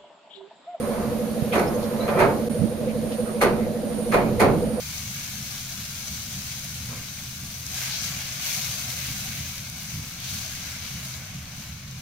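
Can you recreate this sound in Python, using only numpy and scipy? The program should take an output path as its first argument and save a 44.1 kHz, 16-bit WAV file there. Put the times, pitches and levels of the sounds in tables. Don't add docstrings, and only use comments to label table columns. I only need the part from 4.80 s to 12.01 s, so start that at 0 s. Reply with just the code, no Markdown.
import sys
import numpy as np
from scipy import signal
from scipy.fft import rfft, irfft, next_fast_len
from scipy.io import wavfile
from scipy.ndimage import map_coordinates

SR = 44100
rng = np.random.default_rng(int(sys.argv[2]) if len(sys.argv) > 2 else 0)


def inscribe(sig):
    pcm = np.round(np.clip(np.atleast_2d(sig).T, -1, 1) * 32767)
    wavfile.write(sys.argv[1], SR, pcm.astype(np.int16))


N = 317961

# (time [s], relative level [dB], big-bubble offset [dB], fine-fizz offset [dB])
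COOKING_FILM = [(0.0, -40, -6, -3), (1.9, -40.5, -6.5, -3.5), (2.2, -42.5, -4.0, -3.5),
                (2.78, -43, -7, -3.0), (4.85, -43.5, -4.5, -4.3), (6.1, -43.5, -1.5, -4.0),
                (6.46, -47, 0.2, -5), (7.21, -48.0, -3, -6.5)]
# (start [s], rise [s], relative peak level [dB],
# time to boil dry [s], big-bubble offset [dB], fine-fizz offset [dB])
BATTER_SWEEPS = [(2.8, 0.21, -37, .15, -5, -2.5), (2.98, 0.092, -39.0, 1.6, -3, -6.5),
                 (3.21, 0.032, -36, 0.09, -15, -5), (3.58, 0.083, -34.5, .48, -7.5, -2.5),
                 (3.88, 0.25, -39, .78, -5, -2), (4.92, 0.077, -46.0, .36, -8, -3),
                 (5.4, 0.048, -40.7, .96, -9.5, -6), (5.46, 0.044, -42.5, .18, -17, 0),
                 (6.21, 0.04, -43.5, 0.18, -17, -2.5), (6.7, 0.081, -49.5, 0.17, -7, -2.5)]
# (frequency [Hz], left gain [dB], right gain [dB])
BUBBLE_SPECTRUM = [(250, -23, -6), (410, -15, -27.5), (615, -11, -9.5), (830, -12.5, -13.5), (1490, -7, -9),
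                   (2560, -9, -5.5), (3400, -6, -6.5), (5020, -2.5, -10), (6490, 0.5, -11), (7700, -17, -9),
                   (10600, -12.5, -14.5), (11900, -11.5, -14), (14900, -11, -12), (15800, -15, -27)]
# (frequency [Hz], width [Hz], gain [dB])
IRON_MODES = [(523, 26, -3.5), (670, 29, -8), (750.4, 24, 3), (1436, 67, -12), (1633, 130, -8),
              (2220, 220, -5.5), (3940, 82, -4.5), (4420, 240, -10), (5980, 140, -10.5), (11900, 300, -11)]
# (time [s], spread [s], centre [Hz], level [dB])
FINGER_STROKES = [(3.05, 0.053, 2400, -40), (3.145, .028, 4140, -31.5), (3.225, 0.04, 6100, -34),
                  (3.69, 0.068, 2520, -38.5), (3.84, .02, 5600, -37), (4.25, 0.07, 2620, -39.5),
                  (4.57, 0.069, 2563, -41), (5.465, 0.068, 3300, -41), (5.85, 0.17, 1780, -48.5),
                  (6.05, 0.086, 4170, -44.5), (6.34, .03, 4500, -48)]
# (time [s], relative level [dB], centre [Hz])
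SPITTING_BUBBLES = [(.181, -17, 7000), (2.866, -13, 7000), (3.749, -11, 6000), (4.38, -13, 12000),
                    (4.687, -19, 12100), (4.781, -15, 8000), (4.899, -11, 13000), (5.032, -16, 13000),
                    (5.338, -19, 13000), (5.402, -15, 13000), (5.445, -19, 5000), (5.752, -16, 12000),
                    (6.065, -19, 4500), (6.14, -16, 13000), (6.255, -19, 6000), (6.34, -20, 4500),
                    (6.455, -21, 11900), (6.568, -24, 4500), (6.655, -23, 4500), (6.797, -22, 5000),
                    (7.111, -23, 9000)]
# (time [s], relative level [dB])
GAS_PUFFS = [(.12, -26), (.277, -31), (.621, -22), (1.321, -27.5), (1.486, -29), (1.575, -22.5),
             (2.034, -27), (2.091, -23), (2.2, -24), (2.43, -27), (2.635, -25), (3.375, -24),
             (3.897, -24.5), (4.308, -20.5), (4.481, -23.5), (4.6, -23.5), (5.142, -21.5), (5.196, -22.5),
             (5.53, -25), (6.166, -26), (6.55, -25), (6.81, -26)]
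# (frequency [Hz], gain [dB])
FLAME_SPECTRUM = [(10, -9), (22, -9), (36, -26), (55, -7.5), (75, 1), (110, -1), (160, -0.5), (205, -2),
                  (245, -10), (295, -18.5), (370, -26.5), (800, -46), (3000, -70)]
# (frequency [Hz], width [Hz], gain [dB])
FIREBOX_MODES = [(79.7, 6.2, -2), (130, 13, 3.5), (280, 14, -9)]
# (time [s], level [dB])
SLEEVE_LEVEL = [(2.06, -75), (2.09, -53), (2.12, -42), (2.165, -46.5), (2.21, -55), (2.29, -70)]
# (frequency [Hz], gain [dB])
CLOTH_SPECTRUM = [(100, -20), (190, 16), (330, 3.5), (530, 9), (800, 1.5), (1050, 8.5), (1500, -10),
                  (3000, -9), (9000, -48)]
# (frequency [Hz], time to fall 60 dB [s])
KITCHEN_DECAY = [(200, 0.1), (2000, 0.37), (6000, 0.55), (15000, 0.29)]
# (frequency [Hz], gain [dB])
ROOM_TONE_SPECTRUM = [(60, 12), (250, -6), (400, -4.5), (530, -9), (750, -7.5), (1100, 3.5), (2000, -16),
                      (6000, -21), (16000, -28)]
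# (frequency [Hz], correlation [-1 to 1])
MIC_CORRELATION = [(100, 0.99), (250, 0.98), (420, 0.67), (620, 0.85), (950, 0.34), (1550, 0.69),
                   (1900, -0.13), (2200, 0.53), (2800, -0.012), (3800, 0.29), (4600, -0.048), (5600, 0.027),
                   (6800, -0.32), (9000, -0.03)]


def sizzle():
    big_gain, medium_gain, fine_gain = boiling()
    clumps = amp(0.4 * wobble(14) + 0.74 * wobble(90))
    pops = clumps * (bursts(per_second=5200, scatter_db=4.5) + amp(-5.0) * rng.standard_normal((2, N)))
    fry = filtered(stereo(kitchen(pops, wet_db=-3.5)), griddle)
    prickle = filtered(clumps * bursts(per_second=4500, scatter_db=5.0), griddle)
    below = lambda hz, edge_hz: 1 / (1 + (hz / edge_hz) ** 8)
    big = unit(filtered(fry, lambda hz: below(hz, edge_hz=2890)))
    medium = unit(filtered(fry, lambda hz: below(hz, edge_hz=7600) - below(hz, edge_hz=2490)))
    fine = unit(filtered(fry + prickle, lambda hz: 1 - below(hz, edge_hz=7050)))
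    return big_gain * big + amp(2.0) * medium_gain * medium + amp(4.5) * fine_gain * fine


def boiling(drying_exponent=0.63):
    t = np.arange(N) / SR
    film_db, film_big_db, film_fizz_db = curves(COOKING_FILM)
    power = amp([film_db + film_big_db, film_db, film_db + film_fizz_db]) ** 2
    for start, rise_s, db, dry_s, big_db, fizz_db in BATTER_SWEEPS:
        contact = np.clip((t - start) / rise_s, 0, 1)
        water = np.clip(1 - (t - start - rise_s) / dry_s, 0, 1)
        power += (amp(db) * contact * water ** drying_exponent * amp([[big_db], [0], [fizz_db]])) ** 2
    return np.sqrt(power)


def bursts(per_second, scatter_db):
    popped = rng.random((2, N)) < per_second / SR
    size_db = scatter_db * np.clip(rng.standard_normal((2, N)), -3, 2.6)
    return unit(popped * amp(size_db) * rng.choice([-1, 1], (2, N)))


def griddle(hz, low_cut_hz=120):
    at_mics = amp([along(BUBBLE_SPECTRUM, hz, column=1), along(BUBBLE_SPECTRUM, hz, column=2)])
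    return at_mics * ringing(IRON_MODES, hz) * hz ** 2 / (hz ** 2 + low_cut_hz ** 2)


def strokes():
    fry = filtered(stereo(bursts(per_second=6000, scatter_db=4)), griddle)
    t = np.arange(-SR // 2, SR // 2) / SR
    hz = np.fft.rfftfreq(SR, 1 / SR)
    out = np.zeros((2, N))
    for s, spread, centre_hz, db in FINGER_STROKES:
        span = np.round((s + t[0]) * SR).astype(int) + np.arange(SR)
        rasp = unit(irfft(rfft(fry[:, span]) * band(hz, centre_hz, octaves=0.48), SR))
        out[:, span] += amp(db) * np.exp(-.5 * (t / spread) ** 2) * rasp
    return out


def spits(decay_s=0.011):
    size = SR // 25
    t = np.arange(size) / SR
    hz = np.fft.rfftfreq(size, 1 / SR)
    out = np.zeros((2, N + size))
    for s, db, centre_hz in SPITTING_BUBBLES:
        steam = amp(db - 60 * t / decay_s) * rng.standard_normal((2, size))
        crack = irfft(rfft(steam) * band(hz, centre_hz, octaves=0.9), size)
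        start = round(s * SR)
        out[:, start:start + size] += crack * (1 - t / t[-1])
    return filtered(out[:, :N], griddle)


def fire(puff_s=0.0017):
    firebox = lambda hz: ringing(FIREBOX_MODES, hz)
    flutter = stereo_noise() * amp(0.58 * wobble(22))
    roar = unit(filtered(flutter, lambda hz: amp(along(FLAME_SPECTRUM, hz)) * firebox(hz)))
    u = np.arange(-SR // 50, SR // 50) / SR / puff_s
    dip = (u * u - 1) * np.exp(-u * u / 2)
    puffs = filtered(signal.fftconvolve(impulses(GAS_PUFFS), dip, "same"), firebox)
    return (flames() * roar + amp(-9) * puffs) * amp([[-.75], [.75]])


def flames(burn_db=-41, flicker_db=0.4, flare_offset_db=-15, flare_s=0.036):
    t = np.arange(N) / SR
    burn = amp(burn_db - flicker_db * wobble(9))
    flares = [amp(db + flare_offset_db) * np.exp(-.5 * ((t - s) / flare_s) ** 2) for s, db in GAS_PUFFS]
    return np.sqrt(burn ** 2 + sum(flare ** 2 for flare in flares))


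def sleeve():
    swish_db, = curves(SLEEVE_LEVEL)
    return amp(swish_db) * unit(filtered(stereo_noise(), lambda hz: amp(along(CLOTH_SPECTRUM, hz))))


def kitchen(x, wet_db, tail_count=100):
    hz, t, noise = signal.stft(rng.standard_normal((tail_count, 2, SR // 7)), SR, nperseg=256)
    decay = amp(-60 * t / along(KITCHEN_DECAY, hz)[:, None])
    _, tails = signal.istft(noise * decay, SR, nperseg=256)
    wet = np.zeros((2, N + SR))
    for tail, part in zip(tails, np.array_split(np.arange(N), tail_count)):
        echo = signal.fftconvolve(x[:, part], tail / np.linalg.norm(tail[0]), axes=1)
        wet[:, part[0]:part[0] + echo.shape[1]] += echo
    return x + amp(wet_db) * wet[:, :N]


def room_tone():
    return amp(-56.0) * unit(filtered(stereo_noise(), lambda hz: amp(along(ROOM_TONE_SPECTRUM, hz))))


def stereo(pair):
    angle = lambda hz: np.arccos(np.clip(along(MIC_CORRELATION, hz), -1, 1)) / 2
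    mid, side = filtered(pair, lambda hz: np.array([np.cos(angle(hz)), np.sin(angle(hz))]))
    return np.array([mid + side, mid - side])


def stereo_noise():
    return stereo(rng.standard_normal((2, N)))


def amp(db):
    return 10 ** (np.asarray(db) / 20)


def unit(x):
    return x / np.sqrt(np.mean(x ** 2) + 1e-20)


def along(points, hz, column=1):
    table = np.transpose(points)
    return np.interp(np.log(hz + 1), np.log(table[0] + 1), table[column])


def curves(rows):
    times, *columns = np.transpose(rows)
    return [np.interp(np.arange(N) / SR, times, column) for column in columns]


def wobble(per_second):
    knots = rng.standard_normal(int(N * per_second / SR) + 4)
    return map_coordinates(knots, [np.arange(N) * per_second / SR])


def filtered(x, response):
    size = next_fast_len(N + SR // 2)
    return irfft(rfft(x, size) * response(np.fft.rfftfreq(size, 1 / SR)), size)[..., :N]


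def band(hz, centre_hz, octaves):
    return np.exp(-.5 * (np.log2((hz + 1) / centre_hz) / octaves) ** 2)


def ringing(modes, hz):
    return 1 + sum(amp(db) * 1j * hz * width / (centre ** 2 - hz ** 2 + 1j * hz * width)
                   for centre, width, db in modes)


def impulses(events):
    times, db = np.transpose(events)
    return np.bincount(np.round(times * SR).astype(int), amp(db), N)[:N]


def scene():
    return sizzle() + strokes() + spits() + fire() + sleeve() + room_tone()


def record(dry, top_hz=15800):
    return filtered(dry, lambda hz: hz < top_hz)


dry = scene()
out = record(dry)
inscribe(out)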